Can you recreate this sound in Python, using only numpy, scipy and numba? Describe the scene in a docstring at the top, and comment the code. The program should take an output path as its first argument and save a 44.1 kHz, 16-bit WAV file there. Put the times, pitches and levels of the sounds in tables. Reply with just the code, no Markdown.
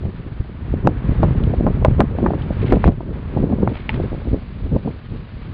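"""A hillside above a wooded valley, where storm wind buffets the microphone of a hand-held camera.
Turbulence rumbles at the port and single eddies thump it into overload; trees and dry grass hiss behind.
The hand ticks, rubs and clicks on the case, and the gain control ducks after the hardest blows."""
import sys
import numpy as np
from scipy import signal
from scipy.fft import rfft, irfft
from scipy.io import wavfile
from scipy.ndimage import uniform_filter1d
from numba import njit

SR = 44100
rng = np.random.default_rng(int(sys.argv[2]) if len(sys.argv) > 2 else 0)


def transcribe(u):
    """Save the signal u as a 16-bit wav file named by the first command-line argument.

    u: samples, shape (n,) or (channels, n), limited to [-1, 1]; the rate is SR.
    q: integer samples, one column per channel.
    """
    v = np.clip(np.atleast_2d(u).T, -1, 1)
    q = np.round(v * 32767).astype(np.int16)
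    wavfile.write(sys.argv[1], SR, q)


N = 243873

# colour of skin rubbing on the case, and of the case's rattle: f/Hz, level/dB
SKIN_COLOUR = [(500, 1), (1200, -3.5), (2200, -0.5), (3000, -4.5), (4000, -12), (5200, -29)]


def undb(db):
    """Decibels to gain."""
    return 10 ** (np.asarray(db) / 20)


def unit(x):
    """Scale to rms 1."""
    return x / np.sqrt(np.mean(x ** 2))


def seconds():
    """Time of every sample."""
    return np.arange(N) / SR


def curves(table):
    """Automation lanes: each column after the time, joined by straight lines."""
    times, *columns = np.transpose(table)
    return [np.interp(seconds(), times, column) for column in columns]


def noise(colour):
    """Noise of the given colour, rolled off beyond its ends, rms 1."""
    hz, db = np.transpose(colour)
    f = np.maximum(np.fft.rfftfreq(N, 1 / SR), 1)
    gain = undb(np.interp(np.log(f), np.log(hz), db))
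    rolloff = np.minimum(f / hz[0], 1) * np.minimum(hz[-1] / f, 1) ** 2
    return unit(irfft(rfft(rng.standard_normal(N)) * gain * rolloff, N))


def wobble(depth_db, rate_hz):
    """Smooth random gain that wanders by depth_db rms."""
    f = np.fft.rfftfreq(N, 1 / SR)
    drift = unit(irfft(rfft(rng.standard_normal(N)) * np.exp(-(f / rate_hz) ** 2), N))
    return undb(depth_db * drift)


def even_out(x, span_s):
    """Ride out the swells of a noise that are slower than span_s."""
    size = max(int(span_s * SR), 2)
    power = uniform_filter1d(uniform_filter1d(x ** 2, size), size)
    return x / np.sqrt(power + 1e-9)


def lowpass(x, hz):
    """Steep high cut."""
    return signal.sosfilt(signal.ellip(8, .2, 70, hz, fs=SR, output="sos"), x)


def airflow(bed_trim_db=1.5, calm_buffet_db=-12.5):
    """Level lanes in dB for rumble and buffeting: bell-shaped gusts ride on a bed of steady wind."""
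    # steady airflow at the port: t/s, rumble/dB before trim
    bed = [(0.0, -31), (0.48, -31), (1.28, -19), (2.08, -20), (2.23, -24), (2.77, -18.5), (3.14, -28.5),
           (3.56, -24.5), (3.73, -31.5), (4.22, -26), (4.4, -30.5), (4.74, -29), (5.16, -37.5),
           (5.53, -28.5)]
    # gusts puffing on the port: t/s at the crest, length/s, rumble/dB, buffeting/dB
    gusts = [(0.058, 0.062, -19, -28.5), (0.277, 0.029, -32, -33), (0.406, 0.012, -14, -42.5),
             (0.744, 0.084, -17, -33), (0.874, 0.052, -12.5, -19), (1.101, 0.061, -13.5, -23.5),
             (1.243, .11, -14, -23), (1.44, 0.37, -17.5, -30.5), (1.671, 0.072, -18, -20),
             (1.88, 0.13, -11.5, -27), (2.011, 0.044, -12, -13), (2.26, .15, -27, -20),
             (2.65, 0.045, -27, -23.5), (2.733, 0.062, -13, -14), (2.875, 0.06, -6.5, -12.5),
             (3.102, 0.13, -26, -30.5), (3.407, 0.13, -20.5, -22), (3.525, 0.045, -26.5, -16),
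             (3.648, 0.11, -15, -18.5), (3.99, 0.18, -21, -27.5), (4.137, 0.021, -15.5, -21),
             (4.322, .09, -18, -24), (4.654, 0.077, -21.5, -37), (4.748, 0.053, -13.5, -19.5),
             (4.878, 0.065, -23.5, -25), (5.152, .1, -24, -36)]
    bed_db = curves(bed)[0] + bed_trim_db
    rumble_power = undb(bed_db) ** 2
    buffet_power = undb(bed_db + calm_buffet_db) ** 2
    t = seconds()
    for crest, length, rumble_db, buffet_db in gusts:
        near = np.abs(t - crest) < 2 * length
        swell = np.exp(-2 * (2 * (t[near] - crest) / length) ** 2 * np.log(2))
        rumble_power[near] += swell * undb(rumble_db) ** 2
        buffet_power[near] += swell * undb(buffet_db) ** 2
    return 10 * np.log10(rumble_power), 10 * np.log10(buffet_power)


def turbulence(rumble_db, buffet_db, rumble_trim_db=-1, buffet_trim_db=2.5):
    """Large swirls rumble and flutter; the small ones they carry buffet in quick patches."""
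    # low end of the large swirls: f/Hz, level/dB
    rumble_colour = [(12, -21), (25, -4), (50, 3), (88, 2.5), (130, -0.5), (190, -7.5), (280, -35),
                     (500, -47)]
    # low mids of the small swirls: f/Hz, level/dB
    buffet_colour = [(90, -20), (160, -2), (230, 1.5), (310, -6.5), (400, -8), (550, -15), (750, -26.5),
                     (1000, -28.5), (1600, -48), (3000, -73.5)]
    flutter = wobble(depth_db=2, rate_hz=56)
    rumble = even_out(noise(rumble_colour) * flutter, span_s=0.21)
    patches = noise(buffet_colour) * flutter * wobble(depth_db=4, rate_hz=91)
    buffet = even_out(patches, span_s=0.089)
    return rumble * undb(rumble_db + rumble_trim_db) + buffet * undb(buffet_db + buffet_trim_db)


def foliage():
    """Countless leaves and grass blades blur into a soft hiss that swells and flickers in the wind."""
    # wind over the hillside: t/s, trees/dB, grass/dB
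    swells = [(0, -49, -55.5), (.65, -47.5, -56), (.85, -42.5, -58), (1.25, -40, -53), (1.6, -43, -54.5),
              (2.0, -42, -56.5), (2.5, -41.5, -53.5), (2.85, -43, -54), (3.1, -48, -56.5),
              (3.35, -42, -53.5), (3.6, -46.5, -55), (4.0, -42.5, -52), (4.4, -48.5, -53),
              (5.0, -49.5, -53.5), (5.53, -47.5, -51.5)]
    # soft wash of the trees: f/Hz, level/dB
    tree_colour = [(200, -14), (600, 3), (1100, 3.5), (1700, 0), (2600, -7), (3500, -14), (5200, -38.5)]
    # brighter hiss of dry grass: f/Hz, level/dB
    grass_colour = [(1000, -5.5), (2200, 4.5), (3100, 1.5), (4000, -1.5), (4700, -6), (5300, -22)]
    trees_db, grass_db = curves(swells)
    trees = noise(tree_colour) * undb(trees_db)
    grass = noise(grass_colour) * undb(grass_db)
    return (trees + grass) * wobble(depth_db=1.23, rate_hz=50)


def add_eddy(out, at_s, gain, hz, core=12):
    """One eddy swings the diaphragm one way, then the other; hz is its speed over its size."""
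    start, end = int((at_s - 2 / hz) * SR), int((at_s + 2 / hz) * SR)
    near = np.arange(max(start, 0), min(end, N))
    phase = 2 * np.pi * hz * (near / SR - at_s)
    taper = ((core + 1) / (core + phase ** 2)) ** ((core + 1) / 2)
    out[near] += gain * phase * taper


def stray_eddies(buffet_db, count=110, lift_db=7, scatter_db=1, typical_hz=287, scatter_octaves=0.22):
    """Lesser eddies patter at random, as strong as the air that carries them."""
    out = np.zeros(N)
    arrivals = rng.integers(0, N, count)
    for i, (weakness, pitch, spin) in zip(arrivals, rng.standard_normal((count, 3))):
        gain = np.sign(spin) * undb(buffet_db[i] + lift_db - scatter_db * weakness)
        add_eddy(out, i / SR, gain, typical_hz * 2 ** (scatter_octaves * pitch))
    return out


def hard_eddies(trim_db=-3, wake_db=-3.5, wake_fall_db=-18, wake_spread=1.15, wake_count=5):
    """Each hard eddy thumps and trails weaker ones, close at first and then at wider, uneven gaps."""
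    # hardest eddies to hit the port: t/s, peak/dB before trim, f/Hz (speed over size), wake length/s
    hits = [(0.408, -18.5, 188, 0.0055), (0.74, -8.5, 260, 0.0079), (.873, 7.5, 509, 0.0046),
            (1.232, -0.5, 514, .018), (1.538, -9, 350, 0.0081), (1.609, -7.5, 277, 0.0041),
            (1.667, -3.5, 530, 0.023), (1.825, -15, 450, 0.007), (1.849, 5, 570, 0.015),
            (1.884, -9.5, 470, 0.0031), (1.992, -16, 386, 0.0058), (2.005, 4.5, 684, 0.017),
            (2.187, -9.5, 400, 0.0078), (2.263, -3.5, 740, 0.01026), (2.306, -9.5, 468, 0.0052),
            (2.336, -11.5, 504, 0.0087), (2.507, -10.5, 318, 0.0062), (2.712, -13, 300, 0.0048),
            (2.724, 3.5, 350, .03), (2.842, -2.5, 820, 0.0019), (2.878, 0, 390, 0.02),
            (3.007, -11.5, 400, 0.0083), (3.373, -7, 371, 0.01), (3.44, -3.5, 236, 0.0061),
            (3.526, -11, 370, 0.0059), (3.676, -6.5, 767, 0.0029), (4.001, -7, 286, 0.0042),
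            (4.344, -8.5, 275, 0.0036), (4.765, -6, 320, 0.0095), (4.877, -8.5, 326, 0.0056)]
    out = np.zeros(N)
    for at_s, db, hz, wake_s in hits:
        add_eddy(out, at_s, undb(db + trim_db), hz)
        for k, (jitter, spin) in enumerate(rng.uniform(-1, 1, (wake_count, 2))):
            delay_s = wake_s * ((k + 1 + jitter / 2) / wake_count) ** wake_spread
            gain = np.sign(spin) * undb(db + trim_db + wake_db + wake_fall_db * k / wake_count)
            add_eddy(out, at_s + delay_s, gain, hz)
    return out


def port(blows, hz=780, width_hz=400, ring_db=-11):
    """The cavity behind the microphone hole rings briefly after each blow."""
    ring = signal.lfilter(*signal.iirpeak(hz, hz / width_hz, fs=SR), blows)
    return blows + undb(ring_db) * ring


def strokes(contacts, colour, grain_db):
    """Friction on the case: grainy noise under a short, rounded fade for each contact."""
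    t = seconds()
    touch = sum(undb(db) * np.cos(np.pi * np.clip((t - middle) / length, -.5, .5))
                for middle, length, db in contacts)
    friction = unit(noise(colour) * wobble(grain_db, rate_hz=100))
    return touch * friction


def grip():
    """The shifting grip ticks lightly on the case, and sliding skin rustles."""
    # light ticks of the grip: t/s at the middle, length/s, level/dB
    ticks = [(1.4385, 0.0074, -35.5), (2.421, 0.014, -39.5)]
    # bright edge of a fingernail: f/Hz, level/dB
    nail_colour = [(1800, -10), (2900, 14), (4000, 3.5), (5200, -20)]
    # fingers sliding: t/s at the middle, length/s, level/dB
    slides = [(2.698, 0.32, -39.5), (2.873, 0.11, -34), (3.765, 0.19, -39), (3.942, 0.077, -37.5)]
    return strokes(slides, SKIN_COLOUR, grain_db=5) + strokes(ticks, nail_colour, grain_db=2.5)


def case_clicks(rattle_db=-24, rattle_t60_s=0.082, attack_s=0.0017):
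    """The plastic case snaps, rings briefly and leaves a faint rattle."""
    # snaps under the grip: t/s, strength/dB
    snaps = [(3.8926, -5.5), (3.9028, -28)]
    # modes of the case: f/Hz, relative level/dB, t60/s
    modes = [(880, -9, 0.028), (2040, 1, 0.0089), (2240, 10.5, 0.0063), (2390, -3, 0.013),
             (2680, 10, 0.006), (3340, -22, 0.0067)]
    out = np.zeros(N)
    for at_s, db in snaps:
        age = np.maximum(seconds() - at_s, 0)
        ring = sum(undb(mode_db) * np.sin(2 * np.pi * hz * age) * undb(-60 * age / t60)
                   for hz, mode_db, t60 in modes)
        rattle = noise(SKIN_COLOUR) * undb(-60 * age / rattle_t60_s)
        attack = 1 - np.exp(-age / attack_s)
        out += undb(db) * attack * (ring + undb(rattle_db) * rattle)
    return out


@njit
def follow(level, attack, release):
    """Envelope follower with separate rates for rising and sinking."""
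    out, envelope = np.empty(len(level)), 0.
    for i in range(len(level)):
        envelope += (level[i] - envelope) * (attack if level[i] > envelope else release)
        out[i] = envelope
    return out


def scene():
    """Mono mix: wind at the port up front, over the dulled hillside hiss and handling noise."""
    rumble_db, buffet_db = airflow()
    wind = turbulence(rumble_db, buffet_db)
    thumps = port(hard_eddies() + stray_eddies(buffet_db))
    backdrop = lowpass(foliage() + grip() + case_clicks(), hz=5250)
    return (wind + thumps + backdrop)[None]


def record(dry, threshold_db=-5.5, attack_s=0.009, release_s=0.54, ceiling=.72, hardness=22, dull_hz=6500):
    """Gain control ducks after hard blows; faster peaks overload the input with a dull crack."""
    envelope = follow(np.abs(dry[0]), 1 / (attack_s * SR), 1 / (release_s * SR))
    ducked = dry * np.minimum(undb(threshold_db) / (envelope + 1e-9), 1)
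    clipped = ducked / (1 + np.abs(ducked / ceiling) ** hardness) ** (1 / hardness)
    dulled = signal.sosfilt(signal.butter(1, dull_hz, fs=SR, output="sos"), clipped)
    return lowpass(dulled, hz=15800)


dry = scene()
out = record(dry)
transcribe(out)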